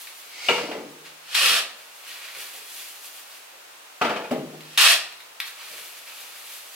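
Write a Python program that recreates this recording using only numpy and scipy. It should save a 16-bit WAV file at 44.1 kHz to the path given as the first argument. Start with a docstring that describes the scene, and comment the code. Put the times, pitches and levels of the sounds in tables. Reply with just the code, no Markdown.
"""Mucking out a horse stall.

A few metres off in a hard-walled stall, a plastic-tined fork and rattling debris knock on a wheelbarrow;
droppings thud into the ringing tub. The fork then scrapes into wood shavings and is shaken, so that
flakes rustle on the tines and hiss to the floor. Two rounds, over a steady hush."""
import sys
import numpy as np
from scipy import signal
from scipy.fft import rfft, irfft
from scipy.io import wavfile
from scipy.ndimage import uniform_filter1d

SR = 44100
rng = np.random.default_rng(int(sys.argv[2]) if len(sys.argv) > 2 else 0)


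def int16_out(signal):
    """Quantize to a 16-bit WAV file."""
    q = np.round(np.clip(np.atleast_2d(signal).T, -1, 1) * 32767)
    wavfile.write(sys.argv[1], SR, q.astype(np.int16))


N = 297656
TIME_S = np.arange(N) / SR
AGE_S = TIME_S[:SR]
BINS_HZ = np.maximum(np.arange(N // 2 + 1) * SR / N, 1)

# boots, clumps and the flat of the fork on the bedding: (time [s], energy [dB])
BEDDING_PRESSES = [(1.41, -6.5), (1.5, -7), (2.35, -18.5), (2.53, -20), (3.518, -26), (5.701, -17.5),
                   (5.761, -22), (6.189, -26)]
# fork jolts and shakes: (peak time [s], decay [s], rustle [dB], falling flakes [dB])
FORK_SHAKES = [(.01, 0.1, -55, -44.5), (0.194, 0.14, -59, -50.5), (1.065, 0.036, -47, -72),
               (1.81, 0.13, -56, -57), (1.98, 0.11, -59, -53.5), (2.118, 0.15, -45, -47.5),
               (2.254, 0.093, -45, -58), (2.406, 0.11, -44.5, -42), (2.568, 0.15, -51.5, -47),
               (2.784, 0.21, -50, -42.5), (3.055, 0.064, -55, -44.5), (3.17, 0.084, -55.5, -47.5),
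               (3.328, .08, -53.5, -50.5), (5.47, 0.043, -47, -45.5), (5.635, 0.15, -47, -53),
               (5.79, 0.26, -49.5, -45.5), (5.97, 0.018, -50, -49), (6.084, 0.055, -47.5, -52),
               (6.204, 0.21, -51.5, -47), (6.357, 0.11, -51.5, -52), (6.513, 0.17, -51.5, -44.5),
               (6.75, 0.067, -52, -46)]
# tines flicking free: (time [s], energy [dB])
TINE_FLICKS = [(0.071, -14), (1.35, 5), (1.459, 8.5), (1.5643, 2.5), (2.25, -17), (2.285, -17),
               (2.349, -11.5), (3.315, -23), (4.607, -16), (4.776, 9.5), (4.812, 10.5), (5.1239, -16),
               (5.2037, -16.5), (5.4014, 0.3)]
# pushes into the bedding: (bite time [s], length [s], scrape [dB], skim re scrape [dB], skim rise [dB/s])
FORK_SCOOPS = [(1.345, .24, -21, -8, 216), (4.775, 0.16, -15.5, -26.5, 76)]
# droppings landing: (time [s], energy [dB], place [0 bottom, 1 lip])
DROPPING_THUDS = [(0.503, -4.5, 0.32), (.63, -4, 0.3), (.685, -4.5, 1), (0.713, -5, 0.22), (.752, -3, 0.36),
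                  (0.799, -4.5, 0.11), (0.834, -11, 0.055), (4.03, 4.5, 0.22), (4.105, -0.5, 0.99),
                  (4.3105, 12.5, 0.11), (4.362, 1.5, 0.011), (4.53, -11, 0)]
# hard knocks on the tub, from the fork or from rattling debris:
# (time [s], energy [dB], place [0 lip, 1 rim], tine ring re tub [dB], crack re tub [dB])
HARD_KNOCKS = [(0.486, 11.5, 0.25, 2, -3), (.580, -18.5, 0.17, -2, 18), (0.712, -6.5, 0.54, -9, 4),
               (4.0135, 11.5, 0.47, -24, -2), (4.045, 5, 1, -34, 1), (4.094, -3, 0.65, -25, 7),
               (4.16, -6, 0.41, -26, 6), (4.24, -12, 1, -21, 5), (4.3093, -10, 0.95, -5, 9)]

# plastic tub: (frequency [Hz], t60 [s], hit on lip [dB], hit on rim [dB], hit on bottom [dB])
TUB_MODES = [(154, 0.96, -28, -25, -1), (182, 0.83, -16, -16, -9), (217, 1, -42, 0, -21),
             (247.5, 0.082, -64, -24, 3.5), (305, 0.55, -38, -24, -10), (367.3, 0.14, -23, -16.5, -3),
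             (403.6, 0.1, -4, -23, -18), (439.7, 0.14, -0.5, -19.5, -10.5), (485.5, 0.2, 10, -27, -18),
             (560, 0.089, 6.5, -30, -13), (596, 0.081, -17.5, 1, -17), (632, 0.51, -12, -30, -18),
             (866, .17, -16, 9, -43), (940, 0.081, 3.5, -10, -34), (1232, 0.064, -15, 9, -20),
             (1362, 0.013, 3, -2.5, -23), (1980, 0.051, -27, -10, -41), (2000, 0.071, -35, -14, -42)]
# fork head: (frequency [Hz], t60 [s], head knocked [dB], one tine flicked [dB])
TINE_MODES = [(1910, 0.011, -15, -14), (2204, 0.023, 0.5, -21), (2344, 0.069, 2.5, 3),
              (2500, 0.038, -22, 9), (2570, 0.02, -4, 9), (2840, 0.024, 9.5, -33), (3570, 0.023, -2.5, -21),
              (4320, 0.18, -9, 16)]

# noise spectra: (frequency [Hz], relative density [dB])
AIR_SPECTRUM = [(30, 0), (100, -14), (170, -20.5), (260, -14.5), (480, -3), (800, 1.5), (1300, 0.5),
                (2000, -1.5), (2600, -0.5), (5000, -6), (10000, -9.5), (16000, -12.5)]
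PRESS_SPECTRUM = [(60, -23), (160, -7.5), (320, -5), (580, 3.5), (1000, -14), (4000, -29), (15000, -42)]
SWISH_SPECTRUM = [(100, -39), (450, -17.5), (900, -20), (1750, -16), (2250, -4), (2600, -7), (3200, -12),
                  (4800, -9), (7000, -18.5), (15000, -30)]
RUSTLE_SPECTRUM = [(100, -67), (300, -27.5), (600, -13.5), (900, -13.5), (1200, -5.5), (1550, -5.5),
                   (2100, -4), (2550, 1), (3300, -5), (4400, -4.5), (5500, -11), (15000, -21.5)]
FALL_SPECTRUM = [(100, -45), (300, -6.5), (800, -32), (2800, 7.5), (6000, 5), (10000, 6.5), (13500, 7),
                 (16000, -0.5)]
FLICK_SPECTRUM = [(150, -39), (500, -33), (900, -7), (1500, -2.5), (2400, 2.5), (3100, -3), (3750, 3),
                  (4800, -3.5), (7000, -15.5), (11000, -10.5), (12800, -8.5), (16000, -25)]
SCRAPE_SPECTRUM = [(100, -42), (430, -23), (900, -12), (1280, -2), (1480, -6), (1850, 1.5), (2100, -6),
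                   (2600, 4.5), (3700, -0.5), (4400, 0), (6200, -8.5), (9000, -8.5), (13000, -14.5),
                   (16000, -25)]
CRUNCH_SPECTRUM = [(50, 16), (130, -48), (260, -12.5), (450, -9), (670, 12.5), (900, -1), (2000, -18.5),
                   (8000, -38)]
THUMP_SPECTRUM = [(40, -38), (90, -20.5), (150, -3), (250, -3.5), (350, 2), (550, -8), (850, -12.5),
                  (1200, -40), (3000, -37.5), (12000, -41.5)]
CRACK_SPECTRUM = [(80, -43), (280, -11), (650, 3), (1300, -2), (2500, -2), (4500, -13), (7000, -24),
                  (15000, -31)]

# stall reverberation: (frequency [Hz], t60 [s])
STALL_DECAY = [(120, 0.54), (300, 0.81), (700, 0.57), (2500, 0.46), (6000, 0.45), (14000, .3)]
# right microphone port ahead of the left: (frequency [Hz], phase [rad])
PORT_PHASE = [(60, 0.084), (350, 0.48), (1500, 0.85), (2600, 0.1), (4000, 0.88), (12000, 1)]

AIR_DB = -46
SWING_STOP_S, SWING_DB, SWING_RISE_DB_PER_S, SWING_FADE_DB_PER_S = 0.5, -27, 91, 83
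SHAKE_RISE_RATIO, FALL_LAG_S, FALL_STRETCH = 0.51, 0.006, 1.22
BITE_S, PUSH_ARCH_DB, RELEASE_DB_PER_S = 0.0023, 3.5, 358
CRUNCH_ENTRY_DB, CRUNCH_DEEP_DB, CRUNCH_LAG_S = -23, -19.5, 0.023  # re scrape
HIGHPASS_HZ, LOWPASS_HZ = 149, 15900


def undb(db):
    """Decibels to gain."""
    return 10 ** (np.asarray(db) / 20)


def unit(x):
    """Scale to unit energy."""
    return x / np.sqrt(np.sum(x ** 2))


def along(points, hz):
    """Interpolate (Hz, value) points over log frequency."""
    point_hz, value = np.transpose(points)
    return np.interp(np.log(hz), np.log(point_hz), value)


def colour(x, spectrum, size=8192):
    """Minimum-phase filter; white input keeps its power."""
    gain = undb(along(spectrum, np.linspace(1, SR / 2, size // 2 + 1)))
    cepstrum = irfft(np.log(gain / np.sqrt(np.mean(gain ** 2))))
    cepstrum[1:size // 2] *= 2
    cepstrum[size // 2 + 1:] = 0
    response = irfft(np.exp(rfft(cepstrum)))
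    return signal.oaconvolve(x, response)[:N]


def add(track, at_s, sound):
    """Mix a sound in at at_s."""
    start = max(int(at_s * SR), 0)
    track[start:start + len(sound)] += sound[:N - start]


def walk(rate_hz):
    """Slewed random steps, deviation near one."""
    hold = max(int(SR / rate_hz), 2)
    steps = rng.standard_normal(N)[np.arange(N) // hold]
    return 1.2 * uniform_filter1d(steps, hold)


def ramp(peak_s, rise_db_per_s, fade_db_per_s):
    """Gain rising to one at peak_s, then fading."""
    before_s, after_s = np.maximum(peak_s - TIME_S, 0), np.maximum(TIME_S - peak_s, 0)
    return undb(-rise_db_per_s * before_s - fade_db_per_s * after_s)


def surge(peak_s, decay_s):
    """Gain of one shake: Gaussian rise, exponential fade."""
    age = (TIME_S - peak_s) / decay_s
    return np.exp(-(np.minimum(age, 0) / SHAKE_RISE_RATIO) ** 2 - np.maximum(age, 0))


def stroke(at_s, length_s):
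    """Gain of one push: sudden bite, arch of effort, quick release."""
    age_s = TIME_S - at_s
    bite = np.clip(age_s / BITE_S + 0.5, 0, 1)
    arch = np.sin(np.pi * np.clip(age_s / length_s, 0, 1))
    return bite * undb(PUSH_ARCH_DB * arch - RELEASE_DB_PER_S * np.maximum(age_s - length_s, 0))


def grains(rate_hz, spread_db):
    """Tiny snaps of wood flakes, a few much larger; unit rms."""
    size = undb(spread_db * np.minimum(rng.exponential(size=N), 5))
    snaps = (rng.random(N) < rate_hz / SR) * size * rng.choice([-1, 1], N)
    return snaps / np.std(snaps)


def burst(t60_s, rise_s):
    """Decaying contact noise, unit energy."""
    envelope = (1 - np.exp(-AGE_S / rise_s)) * np.exp(-np.log(1000) * AGE_S / t60_s)
    return unit(rng.standard_normal(SR) * envelope)


def ring(hz, t60_s, db):
    """Damped modes after one blow, unit energy."""
    gain = rng.choice([-1, 1], len(hz)) * undb(db) / np.sqrt(t60_s)
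    fade = np.exp(-np.log(1000) * AGE_S / t60_s[:, None])
    return unit(gain @ (fade * np.sin(2 * np.pi * hz[:, None] * AGE_S)))


def port_noise(spacing_m, size):
    """Diffuse noise at two ports: alike in the bass, unrelated in the treble."""
    coherence = np.sinc(2 * np.linspace(0, SR / 2, size // 2 + 1) * spacing_m / 343)
    mid, side = rfft(rng.standard_normal((2, size))) * np.sqrt([(1 + coherence) / 2, (1 - coherence) / 2])
    return irfft(np.array([mid + side, mid - side]), size)


def stall(x, wet_db, early_db):
    """Direct sound, early floor and wall reflections, and a tail whose treble dies first."""
    noise = port_noise(spacing_m=0.045, size=2 * SR)
    hz, frame_s, cells = signal.stft(noise[:, :SR], SR, nperseg=256)
    t60_s = along(STALL_DECAY, np.maximum(hz, 1))[:, None]
    _, tail = signal.istft(cells * np.exp(-np.log(1000) * frame_s / t60_s), SR)
    tail = tail[:, :SR] * (1 - np.exp(-AGE_S / 0.0044))
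    early = noise[:, SR:] * np.exp(-AGE_S / 0.0081) * (1 - np.exp(-AGE_S / 0.00052))
    response = np.sqrt(2) * (undb(wet_db) * unit(tail) + undb(early_db) * unit(early))
    response[:, 0] += 1  # direct path
    return signal.oaconvolve(x[None], np.sqrt(2) * unit(response), axes=1)[:, :N]


def wide(source, wet_db, early_db, parts):
    """Wide source: independent parts, each with its own reflections."""
    return sum(stall(source(), wet_db, early_db) for _ in range(parts)) / np.sqrt(parts)


def air():
    """Soft, steady, diffuse hush of the barn."""
    hush = np.array([colour(port, AIR_SPECTRUM) for port in port_noise(spacing_m=0.28, size=N)])
    return hush * undb(AIR_DB + 0.04 * walk(rate_hz=7))


def presses():
    """Weight on the bedding: a muffled crunch."""
    crunches = np.zeros(N)
    for at_s, db in BEDDING_PRESSES:
        add(crunches, at_s, undb(db) * burst(t60_s=0.19, rise_s=0.014))
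    return colour(crunches, PRESS_SPECTRUM)


def swing():
    """The first load slides off the tines; the swish grows until the fork stops."""
    speed = ramp(SWING_STOP_S, SWING_RISE_DB_PER_S, SWING_FADE_DB_PER_S)
    return undb(SWING_DB) * colour(grains(rate_hz=15000, spread_db=2) * speed, SWISH_SPECTRUM)


def sifting():
    """Flakes rustle on the shaken tines and hiss to the floor; shakes add in power."""
    rustle_power, fall_power = np.zeros((2, N))
    for peak_s, decay_s, rustle_db, fall_db in FORK_SHAKES:
        rustle_power += (undb(rustle_db) * surge(peak_s, decay_s)) ** 2
        fall_power += (undb(fall_db) * surge(peak_s + FALL_LAG_S, decay_s * FALL_STRETCH)) ** 2
    fall = grains(rate_hz=9000, spread_db=3.5) * np.sqrt(fall_power) * undb(1.3 * walk(rate_hz=40))
    rustle = grains(rate_hz=2500, spread_db=3) * np.sqrt(rustle_power) * undb(0.4 * walk(rate_hz=52))
    return undb(4) * colour(fall, FALL_SPECTRUM) + undb(6.5) * colour(rustle, RUSTLE_SPECTRUM)


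def flicks():
    """A snagged tine springs free: sharp snap, faint ring."""
    hz, t60_s, _, flicked_db = np.transpose(TINE_MODES)
    snaps, rings = np.zeros((2, N))
    for at_s, db in TINE_FLICKS:
        add(snaps, at_s, undb(db) * burst(t60_s=0.028, rise_s=0.00027))
        add(rings, at_s, undb(db) * ring(hz, t60_s, flicked_db))
    return colour(snaps, FLICK_SPECTRUM) + undb(-12.5) * rings


def scoops():
    """Tines skim, then catch and slip through the flakes; the packed layer crunches more with depth."""
    push, depth = np.zeros((2, N))
    for at_s, length_s, db, skim_db, rise_db_per_s in FORK_SCOOPS:
        skim = undb(skim_db) * ramp(at_s, rise_db_per_s, RELEASE_DB_PER_S)
        push += undb(db) * (stroke(at_s, length_s) + skim)
        crunch_db = np.interp(TIME_S, [at_s, at_s + length_s], [CRUNCH_ENTRY_DB, CRUNCH_DEEP_DB])
        depth += undb(db + crunch_db) * stroke(at_s + CRUNCH_LAG_S, length_s)
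    catch = undb(0.68 * walk(rate_hz=170))
    scrape = colour(grains(rate_hz=7000, spread_db=2.5) * push * catch, SCRAPE_SPECTRUM)
    crunch = colour(grains(rate_hz=1800, spread_db=3.5) * depth * catch, CRUNCH_SPECTRUM)
    return scrape + crunch


def thuds():
    """Soft droppings drum in the tub, deepest on its bottom."""
    hz, t60_s, lip_db, _, bottom_db = np.transpose(TUB_MODES)
    rings, thumps = np.zeros((2, N))
    for at_s, db, place in DROPPING_THUDS:
        add(rings, at_s, undb(db) * ring(hz, t60_s, bottom_db + place * (lip_db - bottom_db)))
        add(thumps, at_s, undb(db) * burst(t60_s=0.14, rise_s=0.00055))
    return undb(-2.5) * rings + undb(-2) * colour(thumps, THUMP_SPECTRUM)


def knocks():
    """Hard knocks from the fork or rattling debris: crack, tine ring, tub ring set by the place hit."""
    tub_hz, tub_t60_s, lip_db, rim_db, _ = np.transpose(TUB_MODES)
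    tine_hz, tine_t60_s, knocked_db, _ = np.transpose(TINE_MODES)
    rings, cracks = np.zeros((2, N))
    for at_s, db, place, tine_db, crack_db in HARD_KNOCKS:
        add(rings, at_s, undb(db) * ring(tub_hz, tub_t60_s, lip_db + place * (rim_db - lip_db)))
        add(rings, at_s, undb(db + tine_db) * ring(tine_hz, tine_t60_s, knocked_db))
        add(cracks, at_s, undb(db + crack_db) * burst(t60_s=0.099, rise_s=0.00038))
    return rings + colour(cracks, CRACK_SPECTRUM)


def scene():
    """Fork work in the stall; wheelbarrow slightly left."""
    digging = undb(-0.1) * wide(scoops, wet_db=-4, early_db=2.5, parts=4)
    shaking = undb(-0.37) * wide(sifting, wet_db=-3.5, early_db=-0.5, parts=3)
    handling = undb(-1) * stall(swing() + presses(), wet_db=2.5, early_db=2)
    snapping = undb(2) * wide(flicks, wet_db=1, early_db=-5, parts=2)
    knocking = wide(knocks, wet_db=6, early_db=6.5, parts=2)
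    thudding = stall(thuds(), wet_db=-2, early_db=2)
    pan_left = undb([[0.7], [-0.7]])
    barrow = undb(0.2) * pan_left * (knocking + thudding)
    return air() + handling + shaking + snapping + digging + barrow


def record(dry):
    """Two-port microphone: small phase offset, deep bass and top cut."""
    phase_rad = along(PORT_PHASE, BINS_HZ) * np.array([[-0.5], [0.5]])
    ports = irfft(rfft(dry) * np.exp(1j * phase_rad), N)
    highpass = signal.butter(3, HIGHPASS_HZ, "highpass", fs=SR, output="sos")
    lowpass = signal.ellip(10, 0.2, 70, LOWPASS_HZ, fs=SR, output="sos")
    return signal.sosfilt(lowpass, signal.sosfilt(highpass, ports))


dry = scene()
out = record(dry)
int16_out(out)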